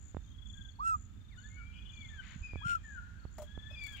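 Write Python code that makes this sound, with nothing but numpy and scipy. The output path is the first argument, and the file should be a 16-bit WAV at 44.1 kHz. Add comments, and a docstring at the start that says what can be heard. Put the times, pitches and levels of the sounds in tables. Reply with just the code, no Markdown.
"""Beside a car, trees across a field. Close to the stereo microphones, a butcherbird on the wing mirror
gives two soft arched calls, shuffles its claws on the plastic housing and hops off with a wing flick.
Far off, other birds carol and trill, echoed by the wood, and insects buzz in short bursts of pulses.
Light wind rumbles and pops on the microphone ports; the right microphone is muffled."""
import sys
import numpy as np
from scipy import signal
from scipy.fft import rfft, irfft, next_fast_len
from scipy.io import wavfile
from scipy.ndimage import uniform_filter1d, map_coordinates

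SR = 44100
rng = np.random.default_rng(int(sys.argv[2]) if len(sys.argv) > 2 else 0)


def persist_wave(psi):
    """Save psi, clipped to +-1, as 16-bit WAV."""
    counts = np.round(np.clip(psi, -1, 1) * 32767).astype(np.int16)
    wavfile.write(sys.argv[1], SR, np.atleast_2d(counts).T)


N = 176400

# bright friction noise of claws and feathers: frequency_hz, gain_db
FRICTION = [(500, -18), (8000, -3.5), (10000, -11.5), (15000, -8)]
# a small bird's hooked chirp: length; first, middle and last pitch offset as fractions
CHIRP_S, CHIRP_BEND = 0.035, np.array([-0.04, 0.01, -0.12])


def amp(db):
    """Decibels to gain."""
    return 10 ** (np.asarray(db) / 20)


def unit(x):
    """Scale to rms 1."""
    return x / np.sqrt(np.mean(x ** 2) + 1e-20)


def along(points, hz):
    """Interpolate (frequency_hz, value) points on a log frequency axis."""
    f, v = np.transpose(points)
    return np.interp(np.log(hz + 1), np.log(f + 1), v)


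def clock(length_s):
    """Sample times of a short sound."""
    return np.arange(max(int(length_s * SR), 2)) / SR


def wobble(rate, size):
    """A smooth random curve, rate knots a second."""
    return map_coordinates(rng.standard_normal(int(N * rate / SR) + 10), [np.arange(size) * rate / SR])


def filtered(x, response):
    """Filter x by a response given as a function of frequency."""
    m = next_fast_len(x.shape[-1] + SR // 2)
    return irfft(rfft(x, m) * response(np.fft.rfftfreq(m, 1 / SR)), m)[..., :x.shape[-1]]


def noise(spectrum, size):
    """Coloured noise of rms 1."""
    return unit(filtered(rng.standard_normal(size), lambda hz: amp(along(spectrum, hz))))


def add(out, s, x, pan_db=0):
    """Mix a sound into the stereo track at time s; positive pan is to the left."""
    i = round(s * SR)
    x = x[..., max(-i, 0):max(N - i, 0)]
    out[:, max(i, 0):max(i, 0) + x.shape[-1]] += x * amp([[pan_db / 2], [-pan_db / 2]])


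def glide(length_s, pitches, jitter=0):
    """Phase of a tone that bends through a first, middle and last pitch."""
    progress = clock(length_s) / length_s
    hz = np.polyval(np.polyfit([0, .5, 1], pitches, 2), progress)
    if jitter:
        hz = hz * (1 + jitter * wobble(155.9, len(progress)))
    return 2 * np.pi * np.cumsum(hz) / SR


def butcherbird():
    """Two calls close to the microphones, the second higher and raspier."""
    # arch of each call: time_s, pitch_hz, level_db
    first_call = [(.785, 720, -55), (.803, 1142, -39), (.845, 1331, -35), (.871, 1364, -29),
                  (.915, 1309, -31.5), (.945, 1253, -29), (.972, 1160, -55)]
    second_call = [(2.612, 787, -57.5), (2.632, 1250, -52.5), (2.652, 1370, -38.5), (2.688, 1432, -35),
                   (2.715, 1408, -33), (2.76, 1352, -34.5), (2.785, 1273, -56)]
    return (arched_call(first_call, pan_db=-4.5, rasp_db=-31.5, overtone_db=0.63)
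            + arched_call(second_call, pan_db=6, rasp_db=-14, overtone_db=1.8))


def arched_call(contour, pan_db, rasp_db, overtone_db, halving_hz=58.3, port_lag_s=0.00033):
    """A nearly pure note that gains overtones and rasp towards the top of its arch."""
    # overtones of the throat at full voice: frequency_hz, gain_db
    throat = [(2750, -24), (4150, -36.5), (5500, -28.5), (6900, -25.5), (8300, -20.5), (9600, -48.5),
              (14200, -43)]
    # colour of the rasp: frequency_hz, gain_db
    rasp_band = [(1300, -14.5), (2800, 4), (3800, -9.5), (10000, -31)]
    s, hz, db = np.transpose(contour)
    t = s[0] + clock(s[-1] - s[0])
    n, top_hz = len(t), hz.max()
    pitch = uniform_filter1d(np.interp(t, s, hz), size=900, mode="nearest")
    pitch *= 1 + 0.005 * wobble(308, n)
    level_db = np.interp(t, s, db) + 2 * wobble(167.3, n)
    phase = 2 * np.pi * np.cumsum(pitch) / SR
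    effort = .5 ** (np.maximum(top_hz - pitch, 0) / halving_hz)
    overtones = sum(amp(overtone_db + along(throat, k * top_hz) + 1.03 * wobble(102, n))
                    * np.sin(k * phase) for k in range(2, 11))
    voice = np.sqrt(2) * (np.sin(phase) + effort * overtones)
    rasp = amp(rasp_db) * effort ** 2 * noise(rasp_band, n)
    out = np.zeros((2, N))
    add(out, s[0], amp(level_db) * (voice + rasp) * signal.windows.tukey(n, .06), pan_db)
    # the call reaches the left port first
    return filtered(out, lambda f: np.exp(1j * np.pi * f * port_lag_s * np.array([[1], [-1]])))


def claws(scratch_t60=0.098, rise_s=0.0003):
    """Close by, claws knock and scratch the mirror's plastic housing."""
    # footfalls: start_s, knock_db, scratch_db
    steps = [(3.381, -36, -53), (3.419, -40, -52), (3.709, -52.5, -69)]
    # modes of the housing: frequency_hz, gain_db, t60_s
    housing = [(607, 1, 0.061), (840, -17.5, 0.014), (1380, -33, 0.0044)]
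    out, t = np.zeros((2, N)), clock(0.11)
    slide_db = -60 * t / scratch_t60
    for s, knock_db, scratch_db in steps:
        ring = sum(amp(db - 60 * t / t60) * np.cos(2 * np.pi * hz * t) for hz, db, t60 in housing)
        chatter = amp(slide_db) * rng.standard_normal(len(t))  # the claw judders as it slides
        knock = amp(knock_db) * unit(signal.fftconvolve(ring, chatter)[:len(t)]) * ring.std()
        scratch = noise(FRICTION, len(t)) * amp(scratch_db + slide_db + wobble(850, len(t)))
        add(out, s, (knock + scratch) * (1 - np.exp(-t / rise_s)), pan_db=3)
    return out


def wings(rustle_start_s=3.68, rustle_db=-69, flick_t60=.045, rise_s=.002):
    """Feathers rustle and flick as the close bird leaves."""
    # wing flicks at take-off: start_s, level_db
    flicks = [(3.835, -46), (3.864, -44.5), (3.967, -53.5)]
    out, t, n = np.zeros((2, N)), clock(.1), len(clock(.45))
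    for s, db in flicks:
        add(out, s, noise(FRICTION, len(t)) * amp(db - 60 * t / flick_t60) * (1 - np.exp(-t / rise_s)))
    rustle = amp(rustle_db + 4.8 * wobble(84.7, n)) * noise(FRICTION, n)
    add(out, rustle_start_s, rustle * np.hanning(n))
    return out


def carolling(pan_db=3, trim_db=-4, arch=0.031):
    """Fluty gliding whistles and a few harsh notes from the trees across the field."""
    # fluty notes: start_s, end_s, first_hz, last_hz, level_db (before trim), octave_overtone_db
    whistles = [(0.529, 0.709, 1598, 1524, -64.5, -11), (1.298, 1.363, 2400, 1550, -65, -11),
                (1.365, 1.485, 1377, 1784, -58, -9), (1.481, 1.85, 2078, 2462, -58.5, -22.5),
                (1.562, 1.628, 1482, 1300, -56.5, -14), (1.912, 2.095, 2442, 2020, -56.5, -21),
                (2.089, 2.221, 1815, 1440, -51.5, -7.5), (2.415, 2.581, 2493, 2273, -46, -21),
                (2.565, 2.682, 1686, 1518, -55.5, 2.5), (2.828, 3.02, 1829, 1330, -50.5, -27),
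                (3.129, 3.271, 1687, 1120, -64, -31), (3.44, 3.757, 1590, 1745, -63, -5),
                (3.696, 3.762, 2460, 2492, -56.5, -12), (3.745, 3.892, 2403, 2162, -46.5, -14.5),
                (3.871, 3.968, 1701, 1560, -54.5, 4.5)]
    # harsh notes: start_s, end_s, centre_hz, width_octaves, level_db (before trim)
    rasps = [(1.713, 1.814, 2880, 0.12, -58.5), (1.838, 1.933, 3010, 0.077, -56.5),
             (2.203, 2.382, 2070, 0.66, -55), (3.953, 4.047, 2770, 0.27, -48.5)]
    out = np.zeros((2, N))
    for start, end, first, last, db, octave_db in whistles:
        middle = (1 + arch * first / last) * (first + last) / 2
        phase = glide(end - start, [first, middle, last], jitter=0.011)
        tone = np.sqrt(2) * (np.sin(phase) + amp(octave_db) * np.sin(2 * phase))
        gain = amp(db + trim_db + 3.5 * wobble(41.8, len(tone)))
        add(out, start, gain * tone * signal.windows.tukey(len(tone), .35), pan_db)
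    for start, end, hz, width, db in rasps:
        white = rng.standard_normal(len(clock(end - start)))
        band = unit(filtered(white, lambda f: np.exp(-.5 * (np.log2((f + 1) / hz) / width) ** 2)))
        add(out, start, band * amp(db + trim_db) * signal.windows.tukey(len(band), .5), pan_db)
    return out


def trills(pan_db=10, trim_db=-3, period_s=.038, swell_s=0.209, swell_db=15, pitch_rise=0.054):
    """A small bird far to the left: runs of hooked chirps that swell and rise at first, then hold."""
    # runs of chirps: last_chirp_s, length_s, pitch_hz, level_db (before trim)
    runs = [(0.325, 0.35, 3590, -68), (0.694, 0.44, 3382, -51.5), (1.482, 0.46, 3584, -65),
            (2.092, .42, 3386, -51.5), (3.862, 0.49, 3415, -50.5)]
    out = np.zeros((2, N))
    for last, length, hz, db in runs:
        for back_s in np.arange(0, length, period_s):
            weakness = max(0, 1 - (length - back_s) / swell_s)
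            phase = glide(CHIRP_S, hz * (1 - pitch_rise * weakness + CHIRP_BEND))
            gain = amp(db + trim_db - swell_db * weakness + rng.normal())
            add(out, last - back_s - CHIRP_S / 2, gain * np.sin(phase) * np.hanning(len(phase)), pan_db)
    return out


def chips(hz=4350, db=-66, gap_s=0.04):
    """Another small bird's faint, high triple chips."""
    # groups of three: first_chip_s
    triples = [0.719, 1.389, 1.965, 3.202]
    out, phase = np.zeros((2, N)), glide(CHIRP_S, hz * (1 + CHIRP_BEND))
    chip = amp(db) * np.sin(phase) * np.hanning(len(phase)) ** 2
    for s in triples:
        for centre_s in s + gap_s * np.arange(3):
            add(out, centre_s - CHIRP_S / 2, chip)
    return out


def insects(trim_db=6.5, pitch_hz=7000, loud_db=-60, sag_hz_per_db=45):
    """Bursts of quick falling pulses out in the grass; quieter bursts sag in pitch."""
    # buzzes: start_s, end_s, level_db (before trim)
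    bursts = [(-.02, .125, -59), (0.202, .33, -69), (0.454, .595, -61), (0.591, .73, -65.5),
              (0.922, 1.065, -60), (1.357, 1.56, -61.5), (1.889, 2.18, -63.5), (2.233, 2.48, -62),
              (2.818, 2.97, -61.5), (3.309, 3.46, -61.5), (3.805, 3.945, -60.5)]
    rate_hz, pulse_s, swell_s = 71.6, 0.01157, 0.036
    fall = 0.103 * np.array([1, 0, -1])
    out = np.zeros((2, N))
    for start, end, db in bursts:
        hz = pitch_hz + sag_hz_per_db * min(db - loud_db, 0)
        for s in np.arange(start, end - pulse_s / 2, 1 / rate_hz):
            swell = min(1, (s - start + pulse_s) / swell_s, 2 * (end - s) / swell_s)
            phase = glide(pulse_s, hz * (1 + rng.normal(0, 0.011) + fall))
            pulse = swell * amp(db + trim_db + rng.normal()) * np.sin(phase) * np.hanning(len(phase))
            add(out, s, pulse)
            add(out, s + rng.random() / rate_hz, pulse / 2)  # a weaker copy scattered by the grass
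    return out


def wind(pan_db=-8, level_db=-50, pop_pan_db=-20, pop_s=0.00031):
    """Wind buffets the ports, mostly the right: rumble, thumps and sharp pops with a low recoil."""
    # colour of the rumble: frequency_hz, gain_db
    buffeting = [(18, -17.5), (50, 2.5), (90, -0.5), (135, -12.5), (220, -15), (700, -56.5)]
    # low thumps: centre_s, pitch_hz, level_db
    gusts = [(2.363, 148, -35.5), (2.417, 63, -34), (2.662, 123, -31.5)]
    # pops on the ports: time_s, peak_db (before panning)
    pops = [(.147, -37), (.169, -30), (2.535, -41.5), (2.558, -34.5), (3.253, -41.5), (3.577, -38.5)]
    recoil_hz, recoil_db, recoil_t60 = 71, -32, 0.059
    out, t = np.zeros((2, N)), clock(0.033)
    shared = noise(buffeting, N)
    rumble = unit(shared + np.array([noise(buffeting, N), noise(buffeting, N)]))
    add(out, 0, rumble * amp(level_db + 1.03 * wobble(16, N)), pan_db)
    for s, hz, db in gusts:
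        thump = np.sin(2 * np.pi * hz * clock(2 / hz))
        add(out, s - 1 / hz, amp(db) * thump * np.hanning(len(thump)), pan_db)
    spike = -np.exp(-abs(t - t.mean()) / pop_s)
    recoil = amp(recoil_db - 60 * t / recoil_t60) * np.sin(2 * np.pi * recoil_hz * t)
    for s, db in pops:
        add(out, s - t.mean(), amp(db) * spike, pop_pan_db)
        add(out, s, recoil, pan_db)
    return out


def trees(x, t60):
    """Diffuse scatter from leaves and trunks, dying away in t60 seconds."""
    t = clock(1)
    tail = rng.standard_normal((2, len(t))) * amp(-60 * t / t60)
    return signal.fftconvolve(x, tail / np.linalg.norm(tail[0]), axes=1)[:, :N]


def far_chorus():
    """The farthest birds and insects merge into a wide wash of noise."""
    # colour of the chorus: frequency_hz, gain_db
    spectrum = [(900, -5), (1600, 1), (2100, -4), (3500, -4), (5500, -14), (6700, -5), (7600, -10.5),
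                (9500, -36.5)]
    # its slow swell: time_s, level_db
    swell = [(0, -68.5), (1.05, -70.5), (2.3, -64.5), (3.348, -67.5), (4, -61.5)]
    level_db = np.interp(np.arange(N) / SR, *np.transpose(swell))
    return amp(level_db) * np.array([noise(spectrum, N), noise(spectrum, N)])


def scene(call_send_db=-32.5, echo_db=-4):
    """The close bird is nearly dry; leaves blur the far singers and the wood echoes them."""
    song = carolling()
    small_voices = trills() + chips() + insects()
    calls = butcherbird()
    at_trees = song + small_voices / 2 + amp(call_send_db) * calls
    leaf_blur = trees(at_trees, t60=0.036) / 2
    wood_echo = amp(echo_db) * trees(at_trees, t60=1)
    background = leaf_blur + wood_echo + far_chorus()
    return calls + claws() + wings() + song + small_voices + background + wind()


def record(dry, hiss_db=-85, top_hz=15750):
    """The stereo pair: a muffled right microphone, faint hiss and a band limit."""
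    # response of the right microphone: frequency_hz, gain_db
    muffle = [(1400, -1), (2700, -8.5), (7000, -32)]
    heard = filtered(dry, lambda hz: np.array([np.ones_like(hz), amp(along(muffle, hz))]))
    hiss = amp(hiss_db) * rng.standard_normal((2, N))
    return filtered(heard + hiss, lambda hz: hz < top_hz)


dry = scene()
out = record(dry)
persist_wave(out)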